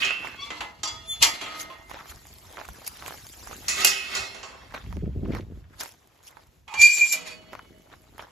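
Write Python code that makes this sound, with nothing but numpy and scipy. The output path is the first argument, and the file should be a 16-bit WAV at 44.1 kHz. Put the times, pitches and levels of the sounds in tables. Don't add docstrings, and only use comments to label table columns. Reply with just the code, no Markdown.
import sys
import numpy as np
from scipy import signal
from scipy.fft import rfft, irfft, next_fast_len
from scipy.io import wavfile
from scipy.ndimage import uniform_filter1d, map_coordinates

SR = 44100
rng = np.random.default_rng(int(sys.argv[2]) if len(sys.argv) > 2 else 0)


def wav_record(signal):
    frames = np.transpose(np.atleast_2d(signal))
    bounded = np.clip(frames, -1, 1)
    quanta = np.round(bounded * 32767).astype(np.int16)
    wavfile.write(sys.argv[1], SR, quanta)


N = 366471

# pitch in Hz, level in dB, base seconds to
# fall 60 dB.
BOLT_MODES = [(307.5, -20.5, 1), (656, -23.5, 2.7), (855, -16, 0.36), (924, -20, 1), (1055, -14.5, 0.23),
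              (1255, -18, 1.3), (1577, -21, 0.3), (1870, -27.5, 2.7), (2040, -16.5, 0.73),
              (2088, -26.5, 2.2), (2600, -18.5, 0.25), (2800, -21.5, 1.3), (3040, -22, 0.6),
              (3190, -15.5, 0.3), (3380, -11, 0.61), (3709, -16.5, 0.46), (3940, -14.5, 0.27),
              (4320, -9, 0.18), (4530, -8, 0.32), (4840, -9.5, 0.55), (5430, -19, 0.25), (5690, -9.5, 0.46),
              (5943, -15.5, 0.26), (6460, -16, 0.28), (7200, -12.5, 0.21), (7300, -10.5, 0.2),
              (7340, -10, 0.19), (10400, -11, 0.5)]
LEFT_LEAF_MODES = [(276, -22, 0.85), (393, -6.5, 0.52), (507, -25, 2.4), (648, -22.5, 2.2),
                   (898, -23, 0.54), (1283, -4, 0.35), (1454, -16, 0.71), (1885, -13.5, 0.61),
                   (2134, -12.5, 1.1), (2440, -13.5, 0.55), (2544, -4.5, 0.58), (2670, -7, 0.55),
                   (2688, -4.5, 0.75), (2799, -8.5, 0.46), (3000, -18, 0.53), (3030, -8.5, 0.43),
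                   (3120, -15, 0.3), (3280, -24.5, 2.4), (3666, -18.5, 1.1), (4090, -19.5, 0.7),
                   (4170, -19, 1.2), (4350, -9, 0.45), (4570, -10, 0.63), (4838, -10.5, 0.5),
                   (5330, -12, 0.91), (5750, -5.5, 0.44), (6600, -9.5, 0.29), (8800, -13.5, 1.4)]
RIGHT_LEAF_MODES = [(174, -14.5, 1.5), (270, -19.5, 1.7), (397, -23, 1.1), (488, -19, 1.5),
                    (630, -21.5, 2.3), (1303, -32, 0.99), (2005, -10.5, 0.95), (2215, -12.5, 1.9),
                    (2395, 0, 0.45), (2497, 1.5, 0.46), (2870, -12, 0.9), (2990, -14, 1.9),
                    (3315, -14.5, 1.1), (3830, -15.5, 0.57), (4100, -9.5, 0.3), (4290, -15.5, 1.3),
                    (4410, -12.5, 1.1), (4640, -8.5, 0.65), (5630, -7.5, 0.35), (6260, -10.5, 0.18),
                    (6730, -6.5, 0.22), (7180, -14.5, 0.52), (6920, -19.5, 1)]
# frequency in Hz, level in dB.
WEAK_MODE_SPECTRUM = [(150, -30), (500, -3.5), (1200, -5.5), (2500, -3), (5000, -5.5), (7500, -3),
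                      (11000, -5), (15000, -15)]
# frequency in Hz, base seconds to fall 60 dB.
WEAK_MODE_T60 = [(200, 1), (1000, 0.97), (3000, 0.5), (7000, 0.47), (14000, 0.42)]
BLOWS = { "bolt": [(0.5033, 2040, -33, -0.5, -12.5, -47, 0.55, 4.5),
         (0.6055, 2040, -33, -3, -13.5, -25.5, 0.46, 9), (0.8325, 855, -29.5, 0, 3.5, -16, 0.52, -2),
         (0.853, 1055, -37.5, 4.5, 4.5, -20.5, 0.53, -4), (0.874, 3380, -34.5, 0, 2.5, -20, 0.8, -1.5),
         (1.2246, 4160, -16.5, -30, 2, -8.5, 0.51, 5.5), (1.2364, 7330, -28, -5, -3.5, -6, 0.9, 2),
         (1.4117, 2090, -32, -1, -9.5, -20.5, 0.98, 3.5),
         (1.4594, 1255, -29.5, -3.5, -21.5, -32.5, 0.86, -4),
         (1.6994, 1055, -42.5, 3.5, -18, -16.5, 0.8, 2.5)],
         "left": [(0.0185, 2508, -25.5, -18, -29.5, -43.5, 1.2, 7.5),
         (0.0275, 3110, -28, -11, -18, -35, 0.8, 7), (0.0465, 3149, -28, -8, -4, -26, 0.35, 3),
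         (0.0653, 2688, -29.5, -8.5, -25, -35.5, 1.5, 1.5), (0.105, 1890, -27.5, -1.5, -15, -49, 0.094, 2),
         (3.6815, 2600, -32, -7.5, 9.5, -6, 1.06, 5.5), (3.7677, 400, -40.5, -1, -10.5, -9.5, 1.7, 8.5),
         (3.8036, 1880, -30, -5, -0.5, -10.5, 2.2, 3), (3.8462, 2799, -18.5, -5.5, 4, 4.5, 0.28, 2.5),
         (3.8695, 4838, -26.5, -22, 5.5, -1.8, 0.64, 5.5), (3.916, 2970, -25.5, -21, -16, -15, 1.56, -2.5),
         (4.1495, 4215, -35.5, 3.5, 7, -10, 0.61, 3), (4.1692, 2060, -39, 7, 4, -29, 1.06, 2),
         (4.345, 3370, -46.5, 4, -5.5, -25, 1.4, 8.5), (4.4295, 4570, -45.5, 6.5, -2.5, -40, 0.9, 8.5)],
         "right": [(6.6783, 2160, -46.5, -2, -11, -25.5, 0.79, 7.5),
         (6.7387, 1303, -40.5, -3, -4.5, -19.5, 0.4, 10.5), (6.8134, 4544, -29.5, -27.5, 7.5, -4, 1.1, 6.5),
         (7.1233, 7130, -34.5, -7, 7, 8, 0.3, 6.5), (7.135, 630, -39, 4, 2.5, -12, 1.23, 2.5)], }
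RUBS = { "bolt": [(.43, -43.5, 0.17, 0.4), (.88, -44.5, 0.038, 0.14), (1.1, -58, 0.62, 0.28),
        (1.222, -18.5, 0.014, 0.076), (1.34, -37.5, 0.2, 0.31), (1.62, -47, 0.22, 0.12)],
        "left": [(0.001, -29, 0.056, 0.2), (3.69, -28.5, 0.0069, 0.052), (3.8, -26, 0.1, 0.15),
        (3.87, -33.5, 0.15, 0.15), (4.16, -28.5, 0.14, 0.14), (4.27, -53, 0.5, 1)],
        "right": [(6.69, -55, .005, 0.33), (6.76, -42.5, .05, 0.23), (6.83, -35, 0.062, 0.11),
        (6.98, -38.5, 0.044, 0.29), (7.3, -45, 0.3, 0.096)], }
# time in seconds, pitch in Hz, level in dB.
BOLT_CREAK = [(0.38, 1119, -60), (0.395, 1103, -42.5), (0.42, 1138, -37.5), (0.448, 1141, -49),
              (0.484, 1146, -47.5), (0.5, 1200, -52)]
BOLT_WHINE = [(1.03, 3440, -58.5), (1.074, 3476, -51.5), (1.098, 3485, -32), (1.14, 3459, -35),
              (1.172, 3456, -48), (1.216, 3486, -46.5), (1.222, 3430, -45)]
HINGE_GROAN = [(6.675, 890, -56), (6.69, 914, -47.5), (6.72, 848, -43), (6.75, 917, -38.5),
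               (6.78, 910, -40), (6.82, 880, -47.5)]
HINGE_SHRIEK = [(6.74, 2367, -52), (6.778, 2394, -36), (6.806, 2354, -18.5), (6.84, 2416, -13.5),
                (6.96, 2410, -30.5), (7.005, 2425, -19), (7.04, 2387, -28), (7.07, 2380, -45),
                (7.142, 2368, -28), (7.2, 2360, -49)]
HINGE_SHRILL = [(6.79, 7050, -55.5), (6.808, 7060, -23.5), (6.85, 7070, -25), (6.898, 7340, -39.5),
                (6.95, 7360, -29), (6.99, 7230, -31.5), (7.06, 7300, -33.5), (7.126, 7276, -27),
                (7.18, 7050, -49)]
# multiple of the pitch, gain in dB.
CREAK_PARTIALS = [(1, 1.5), (2, -1.5), (3, 0.5), (4, -8.5), (5, -15)]
WHINE_PARTIALS = [(1, 3), (2, -5), (3, -3.5), (4, -19)]
GROAN_PARTIALS = [(.93, -0.5), (1, -7), (1.054, -6), (1.195, -5.5), (1.36, -4)]
SHRIEK_PARTIALS = [(.979, -6), (1, 2)]
# frequency in Hz, level in dB.
RASP_SPECTRUM = [(2800, -29.5), (4700, -4), (5200, -7.5), (6300, -2), (7500, -3), (8600, -9), (9700, -7.5),
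                 (12000, -13.5), (15300, -20.5)]

# peak time in seconds, gravel and dry leaves in dB, rise and fall in
# seconds per 20 dB.
TREADS = [(0.254, -37, -48, 0.083, 0.13), (1.609, -57, -27.5, 0.042, 0.03), (1.911, -45, -41, 0.021, 0.034),
          (1.943, -40.5, -69, 0.039, 0.16), (2.1, -50.5, -44, 0.057, 0.058), (2.612, -42, -79, 0.13, 0.047),
          (2.876, -70, -33, 0.014, 0.018), (3.088, -40, -44, 0.15, 0.1), (3.538, -45.5, -57, 0.16, 0.013),
          (4.741, -35, -53, 0.0081, 0.085), (4.928, -70, -65, 0.024, 0.012),
          (5.25, -54, -79.5, 0.011, 0.05), (5.37, -38, -50, 0.098, 0.05),
          (5.74, -54.5, -68.5, 0.031, 0.043), (5.814, -37, -32, 0.027, 0.085),
          (6.278, -58, -45.5, 0.049, 0.033), (6.41, -56, -64.5, 0.36, 0.1), (7.53, -48.5, -59, 0.02, 0.059),
          (7.94, -49.5, -84.5, 0.08, 0.025), (8.198, -42.5, -56, 0.027, 0.077)]
# time in seconds, gravel in dB, dry leaves in dB.
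SHUFFLE = [(1.5, -45, -73), (1.7, -50, -62), (1.95, -65, -58), (2.3, -61.5, -50.5), (2.8, -51.5, -50),
           (3.3, -61.5, -48.5), (3.66, -50.5, -44), (3.75, -58.5, -56.5), (4.6, -52.5, -65.5),
           (4.95, -59.5, -55), (5.2, -64, -105), (6.03, -67, -67.5), (6.6, -79.5, -86.5), (7.4, -61, -75.5),
           (7.55, -56.5, -66), (7.85, -68, -64), (8.31, -59.5, -64.5)]
# start in seconds, level in dB, tick over knock in dB,
# the knock's left over right in dB.
STONE_SNAPS = [ (0.247, -28, -30, -17), (0.272, -23.5, -30, -12.5), (0.345, -32, -25, -3),
               (1.63, -35.5, 10, 6), (1.897, -35.5, 5, -2), (1.914, -33.5, -5, -25), (2.009, -29, -30, 1),
               (2.058, -36, -11, -7), (2.115, -35.5, -12, -6), (2.18, -53, 11, 8), (2.254, -37, -32, -6),
               (2.269, -47.5, 16, -12), (2.339, -49.5, 18, -3.5), (2.572, -27, -26, -10),
               (2.582, -25, -25, -3), (2.6, -29.5, -25, -10), (2.614, -31.5, -24, -15),
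               (2.652, -38.5, -20, -16), (2.688, -31.5, 4, -15), (2.868, -47, 24, -3),
               (2.877, -35.5, 19.5, -8), (3.024, -26.5, -9, -5), (3.063, -25.5, -4, -13),
               (3.08, -26.5, 5, -7), (3.108, -25, -8, -5), (3.154, -48, -11, -11), (3.473, -34.5, 6, -18),
               (3.512, -27, -13, -9), (3.53, -29.5, -13.5, -13), (4.723, -37.5, -13, -9.5),
               (4.745, -23, -19, -5.5), (4.927, -29, -33, -11), (4.969, -34, -33, -14),
               (5.259, -34, -30, -6), (5.35, -25, -22, -13), (5.369, -28, -36.5, -7),
               (5.808, -33.5, 9, -16), (5.8344, -29.5, 11, -7.5), (5.859, -31.5, -1.5, -17),
               (5.892, -44, 2.5, -7), (6.0741, -59, 17.5, -5.5), (6.2357, -53, 13, -6.5),
               (6.3076, -49.5, 8, -9), (6.37, -38.5, -9, -19), (6.4697, -59, 18, -5),
               (7.532, -25.5, -12.5, -4.5), (7.552, -27, -30.5, 5), (7.592, -28.5, -40, 2),
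               (7.938, -34.5, -29.5, -4.5), (8.181, -33, 0.5, -7), (8.194, -25, -33, -5)]
# frequency in Hz, level in dB.
GRAVEL_SPECTRUM = [(150, -47), (250, -9), (873, -3), (2020, -8), (2740, -13.5), (3480, -14), (6000, -23),
                   (7800, -54), (13200, -120)]
DRY_LEAF_SPECTRUM = [(1200, -24.5), (2200, -8.5), (4000, -7.5), (7000, -7), (10000, -6.5), (13000, -14.5),
                     (15500, -9.5)]

# time in seconds, rumble in dB, brighter edge over rumble in dB.
WIND_LEVELS = [(0.0, -57.5, 4), (0.6, -56.5, 1.5), (1.1, -52.5, -9), (1.4, -60, 6.5), (2.1, -54.5, -7.5),
               (3.3, -53.5, -8.5), (3.75, -53.5, -2.5), (4.1, -57.5, 1), (4.81, -51, -15), (4.88, -36, -33),
               (5.07, -30, -36), (5.26, -32, -3.5), (5.44, -38, -12), (5.69, -47.5, -23.5),
               (5.9, -64, -2.5), (6.66, -61.5, -23.5), (6.97, -93, 15), (7.29, -60, 5.5),
               (8.31, -56.5, -10)]
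# start in seconds, peak in dB, pitch in Hz.
EDDIES = [(4.871, -35, 117), (4.967, -26, 69.8), (4.975, -30.5, 190), (5.031, -20, 168.4),
          (5.066, -24, 178), (5.085, -29.5, 130), (5.162, -23, 112.7), (5.193, -28.5, 76.5),
          (5.231, -23, 181), (5.292, -22, 152), (5.344, -32, 206), (5.412, -46.5, 79), (5.507, -39, 151.8),
          (5.574, -33.5, 60.2), (5.703, -46.5, 87.2)]
# peak time in seconds, level in dB.
HANDLING_BUMPS = [(0.619, -54.5), (.78, -46), (.95, -45), (1.214, -36), (2.17, -47), (2.71, -45.5),
                  (4.21, -42.5), (4.63, -52.5), (6.8, -43)]
# frequency in Hz, level in dB.
RUMBLE_SPECTRUM = [(18, -41.5), (35, -7.5), (60, 2.5), (110, -2.5), (200, -13), (400, -36), (800, -70.5)]
DISTANT_SPECTRUM = [(70, -43), (130, -19), (300, -9), (1000, -20.5), (2600, -22.5), (5000, -26),
                    (8000, -24), (12000, -29), (16000, -31.5)]
# frequency in Hz, correlation from 0 to 1.
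STEREO_LIKENESS = [(60, 0.63), (300, 0.39), (1500, 0.42), (4000, 0.43), (6000, 0.47), (7500, 1), (16000, 1)]
# frequency in Hz,
# lead of the left in radians.
TREBLE_PHASE = [(6900, 0), (8300, np.pi), (10200, np.pi), (11200, 2 * np.pi), (13100, 2 * np.pi),
                (14500, 3 * np.pi)]


def gate():
    creak = squeal(BOLT_CREAK, CREAK_PARTIALS, flutter_db=2.6, waver=.006, pan_db=2)
    whine = squeal(BOLT_WHINE, WHINE_PARTIALS, flutter_db=1.2, waver=.0015, pan_db=-1.5)
    hinge = squeal(HINGE_GROAN, GROAN_PARTIALS, flutter_db=4, waver=.057, pan_db=-3.5)
    hinge += squeal(HINGE_SHRIEK, SHRIEK_PARTIALS, flutter_db=3, waver=.0033, pan_db=-5.5)
    hinge += squeal(HINGE_SHRILL, [(.97, -11), (1, 1), (1.02, -5)],
                    flutter_db=3.5, waver=.007, pan_db=6.5)
    bolt = steel_part(BOLT_MODES, BLOWS["bolt"], RUBS["bolt"], creak + whine,
                      rub_weak_db=5.5, rattle_db=3, rub_treble_db=-3.5, pan_db=-1, crack_db=5)
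    left = steel_part(LEFT_LEAF_MODES, BLOWS["left"], RUBS["left"], np.zeros((2, N)),
                      rub_weak_db=6, rattle_db=.5, rub_treble_db=-3, pan_db=-3.5, crack_db=10)
    right = steel_part(RIGHT_LEAF_MODES, BLOWS["right"], RUBS["right"], hinge,
                       rub_weak_db=6, rattle_db=-4.5, rub_treble_db=0, pan_db=-4, crack_db=-1)
    return bolt + left + right


def steel_part(modes, blows, rubs, squeals, rub_weak_db, rattle_db, rub_treble_db, pan_db, crack_db):
    knocks = np.zeros((2, N + 2 * SR))
    bins = SR * 3 // 5 + 1
    present = rng.random(bins) < .05
    weak_modes = present * amp(2.2 * rng.standard_normal(bins)) + .02
    favour_db = 10
    for start, favoured_hz, db, bass_db, bright_db, treble_db, length, weak_db in blows:
        colour = [(900, bass_db), (2000, .0045), (3200, .006),
                  (5000, bright_db), (7500, bright_db), (12000, treble_db)]
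        nearest = min((hz for hz, _, _ in modes), key=lambda hz: abs(hz - favoured_hz))
        struck = [(hz, level + favour_db * (hz == nearest), t60) for hz, level, t60 in modes]
        hit = steel_ring(struck, weak_modes, colour, np.clip(length, .1, 2), weak_db, crack_db)
        add_at(knocks, start, amp(db) * hit)
    friction = swells(rubs) * amp(rattle_db * wobble(60)) * rng.standard_normal(N)
    force = friction + amp(-8.5) * squeals[0]
    rub_colour = [(500, -1.5), (2000, 4.5), (4000, 5), (6000, rub_treble_db),
                  (8500, rub_treble_db - .5), (12000, rub_treble_db - 11.5)]
    body = steel_ring(modes, weak_modes, rub_colour, length=.21, weak_db=rub_weak_db, crack_db=13.5)
    rubbed = signal.fftconvolve(force[None], body / np.linalg.norm(body[0]), axes=1)
    steel = spread(knocks[:, :N] + rubbed[:, :N])
    balance = [(6000, pan_db), (8000, .0038)]
    return filtered(steel, lambda hz: pan(along(balance, hz))) + squeals


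def steel_ring(modes, weak_modes, colour, length, weak_db, crack_db):
    t = np.arange(2 * (len(weak_modes) - 1)) / SR
    strong = strong_ring(modes, t, length)
    weak = weak_ring(weak_modes, t, length)
    hiss = filtered(rng.standard_normal((2, len(t))), lambda hz: hz ** 2 / (hz ** 2 + 1200 ** 2))
    crack = amp(crack_db - 60 * t / .03) * hiss
    onset = slice(SR // 50)
    ring = strong / strong[:, onset].std() + amp(weak_db) * weak / weak[:, onset].std() + crack
    attack = 1 - np.exp(-t / .0008)
    fade = np.minimum(1, (t[-1] - t) / .22)
    return coloured(ring, colour) * attack * fade


def strong_ring(modes, t, length):
    hz, db, t60 = np.transpose(modes)[:, :, None]
    level_draw, phase_draw = rng.standard_normal((2, 2, len(modes), 1))
    knots = rng.standard_normal((2, 2, len(modes), 64))
    knot, blend = (t * 30).astype(int), t * 30 % 1
    level_drift, phase_drift = knots[..., knot] * (1 - blend) + knots[..., knot + 1] * blend
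    beating = np.abs(1 + .69 * level_drift)
    swell = 1 - np.exp(-hz * t / 3)
    decay = amp(db + 2.8 * level_draw - 60 * t / (np.minimum(t60, 2.6) * length))
    phase = 2 * np.pi * hz * t + np.pi * phase_draw + .65 * phase_drift
    return (decay * beating * swell * np.sin(phase)).sum(1)


def weak_ring(weak_modes, t, length):
    regions = amp(2.3 * unit(uniform_filter1d(rng.standard_normal(len(weak_modes)), 350)))
    wash = unit(irfft(weak_modes * regions * rfft(rng.standard_normal((2, len(t))))))
    wash += amp(2.5 - 60 * t / (.23 * length)) * rng.standard_normal((2, len(t)))
    hz, frame_s, frames = signal.stft(wash, SR, nperseg=128)
    t60 = length * along(WEAK_MODE_T60, hz)[:, None]
    decay = amp(along(WEAK_MODE_SPECTRUM, hz)[:, None] - 60 * frame_s / t60)
    return signal.istft(frames * decay, SR, nperseg=128)[1][:, :len(t)]


def squeal(rows, partials, flutter_db, waver, pan_db):
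    hz = curves(rows, outside=rows[0][1])[0]
    db = curves(rows)[1]
    phase = 2 * np.pi * np.cumsum(hz * (1 + waver * wobble(90))) / SR
    tone = np.zeros((2, N))
    for multiple, level in partials:
        gain = amp(level + multiple ** .5 * flutter_db * wobble(50))
        offset = rng.normal(0, .63, (2, 1)) * (multiple < 2.5)
        tone += gain * np.sin(multiple * phase + offset)
    return uniform_filter1d(amp(db), 500) * tone * pan(pan_db)


def hinge_rasp():
    def resonance(f):
        return .7 + sum(amp(db + 13.5) / (1 + 2j * (f - hz) / 45)
                        for hz, db, _ in RIGHT_LEAF_MODES if hz > 2800)

    effort = uniform_filter1d(amp(curves(HINGE_SHRILL)[1]), 2500)
    grind = patchy(gritty(RASP_SPECTRUM, per_second=400, spread_db=3, share=.22), depth_db=3.5)
    return effort * spread(unit(filtered(grind, resonance)))


def footsteps():
    gravel, leaves = amp(curves(SHUFFLE))
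    gravel += swells([(s, db, rise, fall) for s, db, _, rise, fall in TREADS])
    leaves *= amp(.72 * wobble(6.7))
    leaves += amp(3.6 * wobble(50)) * swells([(s, db, rise, fall) for s, _, db, rise, fall in TREADS])
    gravel *= amp(.75 * wobble(43))
    grind = patchy(gritty(GRAVEL_SPECTRUM, per_second=450, spread_db=4, share=.46), depth_db=4)
    rustle = patchy(gritty(DRY_LEAF_SPECTRUM, per_second=310, spread_db=8.5, share=.32), depth_db=4.5)
    crunch = spread(gravel * grind + leaves * rustle)
    for start, db, tick_db, pan_db in STONE_SNAPS:
        add_at(crunch, start, amp(db) * stone_snap(tick_db, pan_db))
    return crunch


def stone_snap(tick_db, pan_db):
    t = np.arange(SR // 25) / SR
    burst = rng.standard_normal(len(t)) * (amp(-60 * t / .0033) + amp(-11 - 60 * t / .032))
    knock = coloured(burst, [(250, -10.5), (900, 12), (2200, 2.5), (5000, -53), (9000, -44)])
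    tick = coloured(burst, [(2500, -43), (5000, -4), (9000, 5.5), (15000, -2)])
    return pan(pan_db) * knock / np.abs(knock).max() + amp(tick_db) * tick / np.abs(tick).max()


def wind_and_handling():
    db, edge_db = curves(WIND_LEVELS)
    lumps = amp(2.5 * wobble(22))
    rumble = unit(lumps * gritty(RUMBLE_SPECTRUM, per_second=160, spread_db=5, share=.36))
    edge_spectrum = [(100, -17.5), (220, -2), (400, -4.5), (700, -22), (1200, -61.5)]
    edge = unit(lumps * gritty(edge_spectrum, per_second=61, spread_db=2.5, share=.61))
    spits = swells([(s, peak_db - 10, .0087, .035) for s, peak_db, _ in EDDIES])
    bumps = swells([(s, bump_db, .033, .026) for s, bump_db in HANDLING_BUMPS])
    mid, side = (amp(db) + bumps) * rumble + (amp(db + edge_db) + spits) * edge
    t = np.arange(SR // 20) / SR
    for start, peak_db, hz in EDDIES:
        cycles = hz * t
        thump = np.sin(2 * np.pi * cycles) * cycles * np.exp(-1.5 * cycles)
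        add_at(mid, start, amp(peak_db) * thump / np.abs(thump).max())
    sides = np.array([[1], [-1]])
    return filtered(mid + .16 * sides * side, lambda hz: np.exp(-.27j * sides))


def distant_traffic():
    level = amp(-65.5 + 1.4 * wobble(20))
    return level * spread(gritty(DISTANT_SPECTRUM, per_second=100, spread_db=0, share=.05))


def gritty(spectrum, per_second, spread_db, share):
    hits = rng.random((2, N)) < per_second / SR
    grains = hits * amp(spread_db * np.minimum(rng.exponential(size=(2, N)), 3))
    noise = rng.standard_normal((2, N)) * (share * unit(grains) + 1 - share)
    return unit(coloured(noise, spectrum))


def patchy(x, depth_db):
    frames = signal.stft(x, nperseg=256)[2]
    patches = uniform_filter1d(rng.standard_normal(frames.shape[1:]), 4, axis=0)
    patches = unit(uniform_filter1d(patches, 6, axis=1))
    return unit(signal.istft(frames * amp(depth_db * patches), nperseg=256)[1][:, :N])


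def swells(rows):
    t = np.arange(0, N / SR, 1 / 1000)
    gain = sum(amp(db - 20 * np.where(t < s, (s - t) / max(rise, .003), (t - s) / max(fall, .003)))
               for s, db, rise, fall in rows)
    return np.interp(np.arange(N) / SR, t, gain)


def curves(rows, outside=-120):
    times, *columns = np.transpose(rows)
    return [np.interp(np.arange(N) / SR, times, column, outside, outside) for column in columns]


def wobble(rate):
    return map_coordinates(rng.standard_normal(int(N * rate / SR) + 4), [np.arange(N) * rate / SR])


def spread(pair):
    def weights(hz):
        angle = np.arccos(np.clip(along(STEREO_LIKENESS, hz), -1, 1)) / 2
        return np.array([np.cos(angle), np.sin(angle)])

    mid, side = filtered(pair, weights)
    return np.array([mid + side, mid - side])


def filtered(x, response):
    n = x.shape[-1]
    padded = next_fast_len(n + 8192)
    return irfft(rfft(x, padded) * response(np.fft.rfftfreq(padded, 1 / SR)), padded)[..., :n]


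def coloured(x, spectrum):
    return filtered(x, lambda hz: amp(along(spectrum, hz)))


def along(points, hz):
    point_hz, values = np.transpose(points)
    return np.interp(np.log(hz + 1), np.log(point_hz + 1), values)


def add_at(track, start, sound):
    span = track[..., round(start * SR):][..., :sound.shape[-1]]
    span += sound[..., :span.shape[-1]]


def pan(db):
    return amp(db * np.array([[.5], [-.5]]))


def amp(db):
    return 10 ** (np.asarray(db) / 20)


def unit(x):
    return x / np.sqrt(np.mean(x ** 2) + 1e-20)


def scene():
    return gate() + hinge_rasp() + footsteps() + wind_and_handling() + distant_traffic()


def record(dry):
    turned = filtered(dry, lambda hz: np.exp(.5j * along(TREBLE_PHASE, hz) * np.array([[1], [-1]])))
    rounded = turned / (1 + np.abs(turned / .97) ** 6) ** (1 / 6)
    roll_off = [(15700, -1), (15950, -15.5)]
    return filtered(rounded, lambda hz: amp(along(roll_off, hz)) * (hz < 16400))


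dry = scene()
out = record(dry)
wav_record(out)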